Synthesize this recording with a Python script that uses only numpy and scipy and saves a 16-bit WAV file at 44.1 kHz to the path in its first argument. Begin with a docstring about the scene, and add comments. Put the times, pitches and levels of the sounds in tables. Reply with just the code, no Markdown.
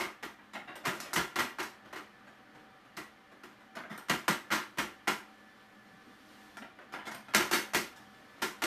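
"""Small, quiet room: a cat stands against a shelf and bats at an idling printer's plastic paper tray.
Each swat makes the loose tray clack and chatter; between swats the paws scuff and tap on paper and shelf.
Claws ping on the tray and the cat's weight thuds on shelf and floor.
The room rings briefly after every blow, over the soft hum of a fan."""
import sys
import numpy as np
from scipy import signal
from scipy.fft import rfft, irfft
from scipy.io import wavfile
from scipy.ndimage import uniform_filter1d

SR = 44100
rng = np.random.default_rng(int(sys.argv[2]) if len(sys.argv) > 2 else 0)


def store_wav(level_fs):
    """Save 16-bit WAV to argv[1]."""
    pcm = np.round(np.clip(np.atleast_2d(level_fs), -1, 1) * 32767)
    wavfile.write(sys.argv[1], SR, pcm.T.astype(np.int16))


N = 381899
SIZE = 32768  # samples per blow
T = np.arange(SIZE) / SR
HZ = np.fft.rfftfreq(SIZE, 1 / SR)

# spectrum of pad on paper: f/Hz, level/dB
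PAD_ON_PAPER = [(25, -26), (70, -20.5), (120, -9.5), (240, 1), (420, -6.5), (650, 15), (1400, 9.5),
                (2400, -2.5), (4000, -10), (7000, -19), (10400, -23.5), (13000, -25.5)]


def undb(db):
    """Decibels to gain."""
    return 10 ** (np.asarray(db) / 20)


def curve(points, hz):
    """Join (f/Hz, level/dB) points on a log-frequency axis."""
    f, db = np.transpose(points)
    return np.interp(np.log(hz + 1), np.log(f), db)


def bumps(count, size):
    """Smooth random ripple, about size steps wide, unit spread."""
    x = uniform_filter1d(uniform_filter1d(rng.standard_normal(count), size), size)
    return x / x.std()


def drift(rate_hz):
    """Slow random walk between values of unit spread."""
    step = int(SR / rate_hz)
    return uniform_filter1d(np.repeat(rng.standard_normal(N // step + 1), step), step)[:N]


def band(x, hz, kind):
    """Steep causal crossover filter."""
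    return signal.sosfilt(signal.butter(4, hz, kind, fs=SR, output="sos"), x)


def causal(db):
    """Minimum-phase response with this gain: rings only after the blow."""
    cepstrum = irfft(np.log(undb(db)))
    cepstrum[1:SIZE // 2] *= 2
    cepstrum[SIZE // 2 + 1:] = 0
    return np.exp(rfft(cepstrum))


def contacts(contact_s, rate_hz, firm_s):
    """Spectrum of contact energy: one hard tap if brief, a swelling shower of rebounds if long."""
    contact_s = max(contact_s, 5e-4)
    catches = rng.exponential(size=SIZE) * (rng.random(SIZE) < rate_hz / SR) + .01
    shower = catches * T * np.exp(-3 * T / contact_s)
    energy = shower / shower.sum()
    energy[0] += (firm_s / contact_s) ** 2
    return rfft(energy)


def ring(strikes, tick_db, crack_db, crack_s, build_s, t60_s, tick_s=0.00081):
    """Each contact ticks and sets off a dense crack in the part; uneven wall echoes build and die."""
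    tick, crack = np.exp(-2 * T / tick_s), np.exp(-2 * T / crack_s)
    decay = undb(-60 * T / t60_s + 1.3 * bumps(SIZE, size=60))
    echoes = ((1 - np.exp(-T / build_s)) * decay) ** 2
    direct = undb(tick_db) ** 2 * tick / tick.sum() + undb(crack_db) ** 2 * crack / crack.sum()
    energy = irfft(strikes * rfft(direct + echoes / echoes.sum()))
    return np.sqrt(np.abs(energy)) * rng.standard_normal(SIZE)


def blow(strikes):
    """Spectrum of one blow in the room: the bass builds late, the treble is more direct."""
    bass = ring(strikes, tick_db=-18, crack_db=-4.0, crack_s=0.0043, build_s=0.01, t60_s=0.27)
    middle = ring(strikes, tick_db=-5.5, crack_db=-2.5, crack_s=0.011, build_s=0.0054, t60_s=0.34)
    treble = ring(strikes, tick_db=-9.5, crack_db=-1.8, crack_s=0.006, build_s=0.0064, t60_s=0.3)
    return rfft(band(bass, 480, "low") + band(middle, [480, 3800], "band") + band(treble, 3800, "high"))


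def blows(rows, colour_db, rate_hz, firm_s, spot_db):
    """Strike a body once per row: t/s, mid level/dB, thump, bite, snap/dB re mid, contact/s."""
    # thump, mid, bite and snap bands: low/Hz, high/Hz
    bands = [(120, 450), (550, 1400), (1400, 3500), (4500, 14000)]
    out, body = np.zeros(N + SIZE), causal(colour_db)
    for s, db, thump_db, bite_db, snap_db, contact_s in rows:
        spot = causal(spot_db * bumps(len(HZ), size=90))  # each spot favours other modes
        spectrum = blow(contacts(contact_s, rate_hz, firm_s)) * body * spot
        band_rms = np.array([np.linalg.norm(spectrum[(HZ > lo) & (HZ < hi)]) for lo, hi in bands])
        band_rms /= np.sqrt(SIZE / 2 * SR / 20)  # as if the blow lasted 50 ms
        low, mid, upper, high = db + np.array([thump_db, 0, bite_db, snap_db]) - 20 * np.log10(band_rms)
        touch = [(400, low), (650, mid), (1150, mid), (1700, upper), (3000, upper), (5200, high)]
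        fade = np.minimum(2 - 2 * T / T[-1], 1)
        start = max(int(s * SR), 0)
        out[start:start + SIZE] += irfft(spectrum * causal(curve(touch, HZ))) * fade
    return out[:N]


def peaks_and_notches_db():
    """Resonant peaks and a few narrow treble notches that colour each blow."""
    # peaks (+) and notches (-): f/Hz, width/Hz, gain/dB
    peaks_and_notches = [(130.5, 11.4, 0), (162.8, 19, 2), (211.8, 21, 8.5), (249, 6.7, 4),
                         (310.8, 11, 4.5), (353.7, 35, 4.5), (372.5, 71, 6.5), (422, 6.3, 3),
                         (890, 52, 3.5), (943, 14, 6), (1015, 37, 5.5), (1243, 27, 5), (1385, 60, 9),
                         (1603, 22, 5.5), (1613, 8.1, 4), (1926, 44, 4), (1977, 78, 3.5), (2156, 23, 6),
                         (2570, 11, 4.5), (2800, 20, 8), (2990, 27, 3.5), (3330, 28, 5.5), (3840, 67, 3.5),
                         (4250, 33, 2), (4700, 32, -2), (4930, 15, -9), (5840, 85, 3.5), (7280, 89, -2.5),
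                         (8160, 65, -23), (8800, 41, 7)]
    return sum(db / (1 + (2 * (HZ - hz) / width) ** 2) for hz, width, db in peaks_and_notches)


def swat_rows(firm_db=-34.5, nearer_s=6.4, paw_contact_s=0.0062, rebound_s=.056):
    """The paw lands, then the tray hits its stop: brighter and leaner if harder. The hardest rebounds."""
    # t/s, paw level/dB, claw snap/dB, clack delay/s, clack level/dB, chatter/s
    swats = [(0.0, -40, -8.5, 0.0037, -38, 0.018), (0.227, -49.5, -8, 0.0051, -44.5, 0.0052),
             (0.853, -35, -8.5, .016, -36.5, 0.0082), (1.132, -38.5, 1, .026, -31, 0.016),
             (1.358, -34.5, -9.5, 0.03, -32.5, 0.012), (1.585, -40.5, -16, 0.0098, -39.5, 0.01),
             (1.928, -45.5, -13.5, 0.029, -47, 0.018), (2.968, -52, 0, .003, -45.5, 0.0064),
             (3.435, -54, -9, .003, -57, 0.0057), (4.085, -45, -11, .012, -31, 0.0035),
             (4.28, -32.5, -6.5, .001, -31.5, 0.0042), (4.504, -39, -15, 0.0094, -31, 0.023),
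             (4.773, -47.5, -10, 0.011, -34, 0.009), (5.073, -35.5, -15.5, 0.0049, -32, 0.005),
             (7.337, -36, -12, .0105, -29.5, 0.0023), (7.512, -35, -4, .015, -33, 0.018),
             (7.735, -38, -5.5, 0.012, -34, 0.0053), (8.419, -37.5, -6, 0.0038, -39.5, 0.0068),
             (8.62, -35, -7.5, 0.018, -38, 0.0046)]
    rows = []
    for s, paw_db, claw_db, delay_s, clack_db, chatter_s in swats:
        near = s > nearer_s  # the listener steps up: clacks gain weight and edge
        force_db = clack_db - firm_db
        thump_db = -4 - 0.23 * force_db + 4.5 * near
        bite_db = 1.66 + 3 * near
        snap_db = -7 + 0.22 * force_db + 7 * near
        rows.append((s, paw_db, -6, -2, claw_db, paw_contact_s))
        rows.append((s + delay_s, clack_db, thump_db, bite_db, snap_db, chatter_s))
    s, _, _, delay_s, clack_db, _ = max(swats, key=lambda swat: swat[4])
    rebound = (s + delay_s + rebound_s, clack_db - 7, -4, 0, -8, 0.015)
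    return rows + [rebound]


def tray():
    """The loose plastic tray clacks and chatters; many weak modes lie between its main ones."""
    # spectrum of struck plastic: f/Hz, level/dB
    plastic = [(25, -30), (62, -11), (90, -13.5), (150, -8.5), (320, 0), (480, -6), (720, -3), (1300, 0.5),
               (2100, 1.5), (3500, -6.5), (6000, -10.5), (9000, -14.5), (10400, -18.5), (13000, -16)]
    weak_modes_db = 1.6 * bumps(len(HZ), size=50) * np.clip(HZ / 4000, 0, 1)
    colour_db = curve(plastic, HZ) + peaks_and_notches_db() + weak_modes_db
    return undb(-1.92) * blows(swat_rows(), colour_db, rate_hz=1100, firm_s=0.0045, spot_db=1.5)


def fan():
    """Soft rushing air with a restless narrow-band whirr and a finer hiss above."""
    # spectrum of fan and room air: f/Hz, density/dB
    rush = [(25, -19), (62, -10), (100, -7), (125, -2), (170, -6.5), (240, 2), (400, -7), (630, -7),
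            (950, -6.5), (1500, -4), (2500, -11.5), (5000, -19), (8000, -27), (13000, -28)]
    # fan as the listener moves about: t/s, level/dB, hiss/dB
    levels = [(0, -60, -4), (1.8, -56.5, -6), (3.5, -58.5, -4.5), (6.0, -57, -2.5), (6.45, -56.5, 4),
              (6.75, -57.5, -6), (8.601, -55.5, 0)]
    # whirr peaks and one dip: f/Hz, width/Hz, gain/dB
    whirr = [(126, 16, 3.5), (208.4, 13, 14), (259.4, 6.1, 5.5), (305.8, 7, 12), (571, 7.4, 11.5),
             (615, 11, 3), (767, 9.5, 19), (1180, 23, 4.5), (1390, 48, -4), (1530, 14, 8), (1740, 20, 13.5),
             (2380, 32, 5), (3050, 34, 8.5), (3500, 23, 13)]
    s, level_db, hiss_db = np.transpose(levels)
    t, f = np.arange(N) / SR, np.fft.rfftfreq(N, 1 / SR)
    whirr_db = sum(db / (1 + (2 * (f - hz) / width) ** 2) for hz, width, db in whirr)
    standing_waves_db = 2.0 * bumps(len(f), size=250)
    air = irfft(rfft(rng.standard_normal(N)) * undb(curve(rush, f) + whirr_db + standing_waves_db), N)
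    air /= air.std()
    hiss = signal.sosfiltfilt(signal.butter(2, 3500, "high", fs=SR, output="sos"), air)
    air += hiss * (undb(np.interp(t, s, hiss_db) + .5 * drift(rate_hz=10)) - 1)
    return air * undb(np.interp(t, s, level_db) + .5 * drift(rate_hz=14))


def shuffles(count=26, level_db=-69.0, spread_db=9.5, bite_db=1, snap_db=-13):
    """The cat shifts its feet: faint brushes at random moments."""
    rows = []
    for k, (when, force, length) in enumerate(rng.random((count, 3))):
        s = (k + when) * N / SR / count
        db = level_db + spread_db * (2 * force - 1)
        rows.append((s, db, 0, bite_db, snap_db, 0.0038 + 0.02 * length))
    return blows(rows, curve(PAD_ON_PAPER, HZ), rate_hz=150, firm_s=0.0028, spot_db=2.5)


def paws(thump_db=-4.5, bite_db=2, graze_lead_s=.015):
    """Pads tap and scrape over paper and shelf in tiny catches; claws graze just before each pat."""
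    # scuffs and taps: t/s, level/dB, snap/dB, contact/s
    scuffs = [(0.387, -62, -39, 0.0095), (0.676, -48.5, -22, 0.025), (0.755, -52.5, -8, 0.0082),
              (0.838, -47.5, -12, 0.038), (0.933, -54, -2, 0.034), (1.002, -50.5, 4, .002),
              (1.021, -50, -9, 0.061), (1.629, -59, 9, .002), (2.269, -60.5, -15, 0.012),
              (3.606, -64, -15, 0.0078), (3.836, -54, -28, 0.0083), (3.898, -48.5, -12.5, 0.037),
              (3.977, -53, -9, 0.0036), (6.57, -52, -7.5, .005), (6.622, -53.5, -23, 0.0044),
              (6.788, -57, -21, 0.0043), (6.985, -51.5, -29, 0.012), (7.115, -52, -4, .006),
              (7.147, -51, -9, .003), (7.284, -55.5, -15, .0035), (7.959, -61, -2, .02)]
    # pats on the paper: t/s, level/dB, snap/dB, contact/s
    pats = [(0.549, -45.5, -22, 0.014), (3.768, -46, -17, 0.0052), (6.938, -45.5, -17, 0.0065),
            (7.069, -46.5, -8.5, 0.0096)]
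    grazes = [(s - graze_lead_s, db - 7, -6.5, 0.012) for s, db, _, _ in pats]
    rows = [(s, db, thump_db, bite_db, snap_db, contact_s)
            for s, db, snap_db, contact_s in scuffs + pats + grazes]
    colour_db = curve(PAD_ON_PAPER, HZ) + 0.62 * peaks_and_notches_db()
    return undb(-0.5) * blows(rows, colour_db, rate_hz=550, firm_s=0.0062, spot_db=3.5)


def claw_pings(t60_s=0.3, spike_s=0.0082, spike_db=6):
    """A claw slips off the tray: a spike in a few high resonances, then a short shimmer."""
    # claw slips: t/s, level/dB
    slips = [(0.757, -51.5), (1.003, -55), (3.978, -49), (7.146, -48.5)]
    # high resonances: f/Hz, width/Hz, level/dB
    modes = [(8580, 210, 0), (9400, 150, -4), (12450, 1300, -8)]
    out = np.zeros(N + SIZE)
    colour = sum(undb(db) / (1 + (2 * (HZ - hz) / width) ** 2) for hz, width, db in modes)
    fade = undb(spike_db) * np.exp(-T / spike_s) + undb(-60 * T / t60_s)
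    for s, db in slips:
        shimmer = irfft(rfft(rng.standard_normal(SIZE)) * colour)
        start = int(s * SR)
        out[start:start + SIZE] += undb(db) * shimmer / shimmer.std() * fade / fade[0]
    return out[:N]


def thuds(push_s=0.0037, t60_s=0.21):
    """Shelf and floor boom dully under harder swats and as the cat drops down and climbs back."""
    # booms of shelf and floor, under swats or the cat's weight: t/s, level/dB, f/Hz
    impacts = [(0.87, -38, 153), (1.160, -33, 177), (1.165, -43, 62), (3.902, -40, 180),
               (4.100, -33.5, 190), (4.284, -31.5, 203), (5.925, -53, 197), (6.063, -48, 285),
               (6.609, -48, 238)]
    out = np.zeros(N + SIZE)
    attack = 1 - np.exp(-T / push_s)
    for s, db, hz in impacts:
        boom = band(rng.standard_normal(SIZE), [hz * .75, hz * 1.25], "band")
        start = int(s * SR)
        out[start:start + SIZE] += boom / boom.std() * attack * undb(db - 60 * T / t60_s)
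    return out[:N]


def scene():
    """Tray, cat and fan from a few steps away, mono."""
    return (tray() + paws() + shuffles() + claw_pings() + thuds() + fan())[None]


def record(dry):
    """Steep low-pass on the top treble."""
    cut_hz = 14100
    return signal.sosfilt(signal.ellip(10, .2, 70, cut_hz, fs=SR, output="sos"), dry)


dry = scene()
out = record(dry)
store_wav(out)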